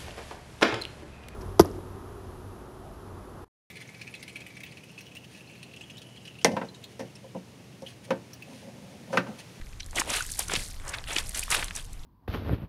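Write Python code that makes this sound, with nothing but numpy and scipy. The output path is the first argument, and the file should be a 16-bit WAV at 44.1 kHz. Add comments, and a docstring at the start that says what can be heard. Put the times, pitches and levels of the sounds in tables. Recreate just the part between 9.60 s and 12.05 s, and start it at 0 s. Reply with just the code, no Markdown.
"""Splashing, slapping and squelching: a dog digs in a shallow muddy puddle a couple of metres away.
Each paw stroke pushes water aside, churns up bubbles and throws a spray that patters back down.
Single drops smack, bubbles plink and the paws knock dully on the bottom of the puddle.
Light wind rumbles under a faint hiss of trees, and a far bird chirps near the end."""
import sys
import numpy as np
from scipy import signal
from scipy.io import wavfile

SR = 44100
rng = np.random.default_rng(int(sys.argv[2]) if len(sys.argv) > 2 else 0)


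def unload_wav(signal):
    """Save mono or channel-first audio to the path in sys.argv[1] as 16-bit WAV at rate SR, clipped to [-1, 1]."""
    wavfile.write(
        sys.argv[1],
        SR,
        np.round(np.clip(np.atleast_2d(signal).T, -1, 1) * 32767).astype(np.int16),
    )


N = 108045
TIME = np.arange(N) / SR

# the tone of fine spray, flying up or falling back: (pitch [Hz], relative level [dB per Hz])
SPRAY_TONE = [(3500, -2.5), (7000, -4), (10000, 0), (11500, -12.5), (16000, -12)]


def from_db(db):
    """Turn decibels into a number to multiply a sound by."""
    return 10 ** (np.asarray(db) / 20)


def rms_one(x):
    """Scale a sound so that its average power is 1."""
    return x / np.sqrt(np.mean(x ** 2) + 1e-20)


def level_at(tone, hz):
    """Read the level at any pitch from a table of pitches and levels."""
    pitches, levels = np.array(tone).T
    return np.interp(np.log(hz), np.log(pitches), levels)


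def add(out, start, sound):
    """Mix a sound in at a start time in seconds."""
    i = max(int(start * SR), 0)
    out[i:i + len(sound)] += sound[:max(N - i, 0)]


def band(x, low, high):
    """Keep the part of a sound between two pitches in Hz."""
    sos = signal.butter(2, [low, min(high, SR / 2 - 500)], "band", fs=SR, output="sos")
    return signal.sosfilt(sos, x + 1e-18)


def drift(rate_hz):
    """A smooth random wobble, about 1 in size."""
    step, warm_up = 40, 2000
    r = np.exp(-2 * np.pi * rate_hz * step / SR)
    jitter = rng.standard_normal(N // step + warm_up + 2)
    slow = signal.lfilter([1], [1, -2 * r, r * r], jitter)[warm_up:]
    return np.interp(np.arange(N) / step, np.arange(len(slow)), rms_one(slow))


def wavering_noise(tone, waver_db, bands):
    """Noise in bands of pitch, each growing louder and softer on its own."""
    edges, out = np.geomspace(tone[0][0], tone[-1][0], bands + 1), 0
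    for low, high in zip(edges, edges[1:]):
        hiss = band(rng.standard_normal(N + SR), low, high)[SR:]
        db = level_at(tone, np.sqrt(low * high)) + waver_db * drift(11)
        out = out + hiss * from_db(db)
    return rms_one(out)


def droplets(gain, tone, per_s, cycles, spread_db, clump_db, pitches):
    """Bubbles and drops ring briefly at many pitches: a dense wash when loud, ticks when quiet."""
    crowd = np.clip(gain / np.max(gain), .03, 1) ** .7  # share of per_s that sounds
    sizes = from_db(spread_db * np.minimum(rng.exponential(1, N), 3))
    kicks = sizes * rng.choice([-1, 1], N) / np.sqrt(crowd)
    happens = rng.random(N) < crowd * per_s / SR
    clicks = kicks * happens * from_db(clump_db * np.clip(drift(87), -2, 2))
    which_pitch, out = rng.integers(0, pitches, N), 0
    low, high = tone[0][0], tone[-1][0]
    for k, hz in enumerate(np.geomspace(low, high, pitches)):
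        r = np.exp(-np.log(1000) * hz / (cycles * SR))  # fades 60 dB over that many cycles
        feedback = [1, -2 * r * np.cos(2 * np.pi * hz / SR), r * r]
        ringing = signal.lfilter([1, 0, -1], feedback, clicks * (which_pitch == k) + 1e-18)
        out = out + rms_one(ringing) * np.sqrt(hz) * from_db(level_at(tone, hz))
    return gain * rms_one(band(out, low, high))


def splats(rows, width):
    """Tiny wet pockets collapse in a quick burst, pitched by their size, then fizz out."""
    out, t = np.zeros(N), TIME[:SR // 10] - .005
    click_ms = .34  # a splat this short spreads twice as wide in pitch as a long one
    for start, db, hz, ms in rows:
        half_width = width * (1 + click_ms / ms) / 2  # as a share of the centre pitch
        ratio = half_width + np.sqrt(1 + half_width ** 2)
        past_peak = t * 1000 / ms - .42  # in splat lengths
        burst = np.exp(-2 * past_peak ** 2)
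        fizz = from_db(-15) * (past_peak > 0) * np.exp(-t / .008)
        crackle = band(rng.laplace(size=len(t)) * (burst + fizz), hz / ratio, hz * ratio)
        crackle *= np.sqrt(np.sum(burst ** 2) / np.sum(crackle ** 2))
        add(out, start + t[0], from_db(db) * crackle)
    return out


def rings(rows, rise_per_s):
    """Pure tones that die away, gaining rise_per_s times their starting pitch each second."""
    out, t = np.zeros(N), TIME[:SR // 10]
    for start, db, hz, fade_s in rows:
        envelope = (1 - np.exp(-t / .0008)) * np.exp(-np.log(1000) * t / fade_s)
        tone = np.sin(2 * np.pi * hz * (t + rise_per_s * t * t / 2))
        add(out, start, from_db(db) * envelope * tone)
    return out


def breeze():
    """Wind rumbles on the microphone and hisses in far trees."""
    # the tone of the rumble, then of the hiss: (pitch [Hz], relative level [dB per Hz])
    wind_tone = [(15, 5), (28, 3.5), (60, -6), (90, -8.5), (130, -10.5), (190, -26), (280, -28.5)]
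    tree_tone = [(200, -1), (270, 5), (370, -2), (1000, -4.5), (2000, -8.5), (10000, -14.5), (13000, -11.5),
                 (16000, -29)]
    rumble = from_db(-40.5) * wavering_noise(wind_tone, waver_db=2, bands=7)
    hiss = from_db(-55.5) * wavering_noise(tree_tone, waver_db=2, bands=18)
    return rumble + hiss


def swell(time, rise, hold, fall):
    """Grow 20 dB per rise until time, hold, then drop 20 dB per fall; a negative fall cuts off."""
    before = np.maximum(time - TIME, 0) / max(rise, 1e-3)
    after = np.maximum(TIME - time - hold, 0) / max(fall, 1e-3)
    return from_db(-20 * (before + after))


def falling_drops():
    """The wet coat drips throughout; thrown water patters back, its larger drops ringing briefly."""
    # showers of falling water: (time [s], rise [s], hold [s], fall [s], level [dB])
    showers = [(0.635, 0.092, 0.15, -0.1, -43.5), (0.977, 0.074, 0.048, 0.21, -42),
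               (1.662, 0.015, 0.02, 0.25, -47.5), (2.2, .02, 0.02, 0.18, -54)]
    # the tone of the larger drips: (pitch [Hz], relative level [dB per Hz])
    drip_tone = [(1300, -2), (3000, -6.5), (9000, -11)]
    shower = sum(from_db(db) * swell(*timing) for *timing, db in showers)
    coat, large_drops = from_db(-61), from_db(-9) * shower
    dripping = np.hypot(coat, large_drops)  # hypot adds the powers of two sounds
    patter = droplets(shower, SPRAY_TONE, per_s=1500, cycles=12, spread_db=2.2, clump_db=2, pitches=22)
    drips = droplets(dripping, drip_tone, per_s=450, cycles=18, spread_db=4, clump_db=2.5, pitches=24)
    return patter + drips


def mud_squelches():
    """Mud slaps and squelches as pockets in it collapse."""
    # squelches: (time [s], level [dB], centre pitch [Hz], length [ms])
    squelches = [(.013, -45, 2310, 4.2), (.2015, -37, 3130, 8.8), (.330, -39.5, 1410, 2),
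                 (.384, -24.5, 1800, 5.3), (.410, -30.5, 2070, 3.7), (.4162, -21.5, 1280, 2.4),
                 (.501, -29.5, 710, 2.5), (.535, -28.5, 2830, 3.8), (.571, -37, 2140, 1.8),
                 (.8975, -28, 1480, 3.3), (.917, -29.5, 920, 4.7), (.9365, -29, 494, 2.5),
                 (.953, -23, 3020, 2.4), (.960, -24, 2820, 4.7), (1.199, -42.5, 2140, 2.1),
                 (1.338, -30.5, 2270, 11), (1.385, -30, 2530, 1.44), (1.4402, -32.5, 2330, 0.77),
                 (1.564, -24, 2260, 5.6), (1.5835, -20.5, 3200, 2.6), (1.747, -33.5, 2770, 2.9),
                 (1.831, -33, 3400, 6.8), (1.880, -35, 1000, 2.8), (1.9228, -23, 1620, 4.1),
                 (1.946, -20.5, 1910, 2.6), (1.964, -30, 2800, 8.9), (2.0265, -20, 1520, 0.63),
                 (2.030, -21.5, 1600, 0.72), (2.083, -29.5, 2220, 0.86), (2.1087, -25.5, 1800, 0.77)]
    return splats(squelches, width=.94)


def bubble_plinks():
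    """Single bubbles ring, gliding up in pitch as they near the surface."""
    # bubbles: (time [s], level [dB], starting pitch [Hz], time to fade 60 dB [s])
    plinks = [(.204, -18, 5700, 0.0068), (.231, -28, 4000, 0.011), (.6065, -17.5, 1426, 0.026),
              (.7925, -26.5, 760, 0.029), (1.474, -28, 2800, 0.014), (1.5635, -11, 2900, 0.01),
              (1.828, -23, 2460, 0.018)]
    return rings(plinks, rise_per_s=8)


def drop_smacks():
    """Drops land and thin films of water burst with a bright smack."""
    # smacks: (time [s], level [dB], centre pitch [Hz], length [ms])
    smacks = [(.2625, -36, 7340, 0.7), (.3095, -39, 6940, 1.5), (.357, -30.5, 7300, 4.7),
              (.3965, -24, 6900, 6.9), (.4022, -26, 8260, 3.2), (.5005, -27, 7300, 6.1),
              (.6235, -29.5, 6530, 2.4), (.6648, -30, 9100, 1), (.7175, -28.5, 8500, 4.2),
              (.7918, -19, 9000, 2.7), (.883, -27.5, 7200, 1.5), (.9355, -25.5, 6500, 4.3),
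              (1.2795, -34, 6200, 3), (1.291, -34, 7400, 6.7), (1.5305, -33.5, 6500, 5.4),
              (1.560, -32, 6690, 6.6), (1.5835, -34, 6700, 2.1), (1.693, -27.5, 9800, 1.6),
              (1.7475, -30, 7060, 4.2), (1.7745, -26, 8900, 1.8), (1.7925, -25, 8700, 4.1),
              (1.835, -33, 9800, 4), (1.9038, -22.5, 8500, 2.5), (1.9145, -18, 7800, 0.95),
              (2.0438, -24.5, 7850, 1), (2.152, -31.5, 7040, 2.5), (2.1615, -29.5, 7550, 4),
              (2.331, -40.5, 8560, 2.3)]
    return splats(smacks, width=.54)


def paw_strokes():
    """Each stroke makes a slosh pitched by its depth, bubbles and spray, and leaves the water lapping."""
    # strokes: (time of full force [s], rise [s], hold [s], fall [s],
    #           slosh pitch [Hz], slosh level [dB], bubble level [dB], spray level [dB])
    strokes = [(0.366, 0.024, 0.042, 0.0233, 680, -36, -34.5, -36.5),
               (0.498, 0.1, 0.027, -0.06, 640, -38.5, -38.5, -41.5),
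               (0.533, 0.053, 0.045, 0.07, 1070, -41.5, -31, -32.5),
               (0.791, 0.012, 0.011, 0.07, 766, -42, -38.5, -34.5),
               (0.918, 0.046, 0.027, 0.1153, 416, -38.5, -34, -37.5),
               (1.273, 0.076, 0.09, 0.1, 1250, -43, -50, -51),
               (1.493, 0.036, 0.028, 0.19, 650, -43, -36, -42),
               (1.582, 0.02, 0.018, 0.0161, 630, -56, -34.5, -34),
               (1.759, 0.025, 0.019, 0.1, 755, -47, -39.5, -35.5),
               (1.917, 0.026, 0.04, 0.0045, 1250, -34, -29.5, -29.5),
               (1.966, 0.027, 0.029, 0.11, 900, -40.5, -36, -37.5),
               (2.157, 0.043, 0.035, 0.04, 865, -50.5, -45, -44)]
    # the tone of a slosh: (pitch [times the slosh pitch], relative level [dB per Hz])
    slosh_tone = [(0.249, -8.5), (1, -4.5), (1.7, -9)]
    # the tone of churned bubbles: (pitch [Hz], relative level [dB per Hz])
    churn_tone = [(700, -7), (1100, -4.5), (1600, 0), (3200, 2.5), (4200, -5), (5500, -60)]
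    slosh, churn, thrown = np.zeros((3, N))
    for time, rise, hold, fall, slosh_hz, slosh_db, churn_db, spray_db in strokes:
        push = swell(time, rise, hold, fall)
        lapping = from_db(-27) * swell(time, rise, hold, fall=.4)
        tone = [(slosh_hz * multiple, db) for multiple, db in slosh_tone]
        slosh += droplets(from_db(slosh_db) * push, tone,
                          per_s=3000, cycles=3.9, spread_db=2, clump_db=1, pitches=8)
        churn = np.hypot(churn, from_db(churn_db) * np.hypot(push, lapping))
        lingering = swell(time, rise, hold, fall * 1.33)  # spray outlasts the push
        thrown = np.hypot(thrown, from_db(spray_db) * lingering)
    bubbles = droplets(churn, churn_tone, per_s=9000, cycles=24, spread_db=3.2, clump_db=1.9, pitches=26)
    spray = droplets(thrown, SPRAY_TONE, per_s=13000, cycles=33, spread_db=2, clump_db=2, pitches=22)
    return slosh + bubbles + spray


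def paw_thumps():
    """The paw pads hit the bottom of the puddle with a dull knock."""
    # knocks: (time [s], level [dB], pitch [Hz], time to fade 60 dB [s])
    thumps = [(.416, -27, 300, 0.0063), (.9735, -20, 117, 0.019), (1.094, -32.5, 134, 0.023),
              (1.565, -22, 326, 0.018), (1.922, -28, 130, .03)]
    return rings(thumps, rise_per_s=0)


def far_bird():
    """A small bird far off whistles thin notes that slide up and down."""
    # chirps: (time [s], length [s], starting pitch [Hz], ending pitch [Hz])
    chirps = [(2.266, 0.056, 5000, 6300), (2.3, 0.057, 5100, 3280), (2.386, 0.042, 4900, 8300),
              (2.416, 0.039, 5500, 3640)]
    out = np.zeros(N)
    for start, length, start_hz, end_hz in chirps:
        hz = np.geomspace(start_hz, end_hz, int(length * SR))
        whistle = np.sin(2 * np.pi * np.cumsum(hz) / SR)
        add(out, start, from_db(-62) * np.sqrt(np.hanning(len(hz))) * whistle)
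    return out


def with_echo(x):
    """Grass and trees scatter back a faint, dull echo."""
    t, fade_s = TIME[:SR // 2], .19
    envelope = (1 - np.exp(-t / .0099)) * np.exp(-np.log(1000) * t / fade_s)
    scatter = band(rng.standard_normal(len(t)), 180, 9600) * envelope
    scatter /= np.sqrt(np.sum(scatter ** 2))
    return x + from_db(-27.5) * signal.fftconvolve(x, scatter)[:N]


def scene():
    """The dog digs through mud and water in the open air."""
    mud = mud_squelches() + drop_smacks() + paw_thumps()
    water = paw_strokes() + falling_drops() + bubble_plinks()
    return (with_echo(mud + water) + breeze() + far_bird())[None]


def record(dry):
    """The microphone dulls the highest treble, and the very top is cut off."""
    dulled = signal.sosfilt(signal.butter(3, 12500, fs=SR, output="sos"), dry)
    return signal.sosfilt(signal.cheby2(14, 70, 17000, fs=SR, output="sos"), dulled)


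dry = scene()
out = record(dry)
unload_wav(out)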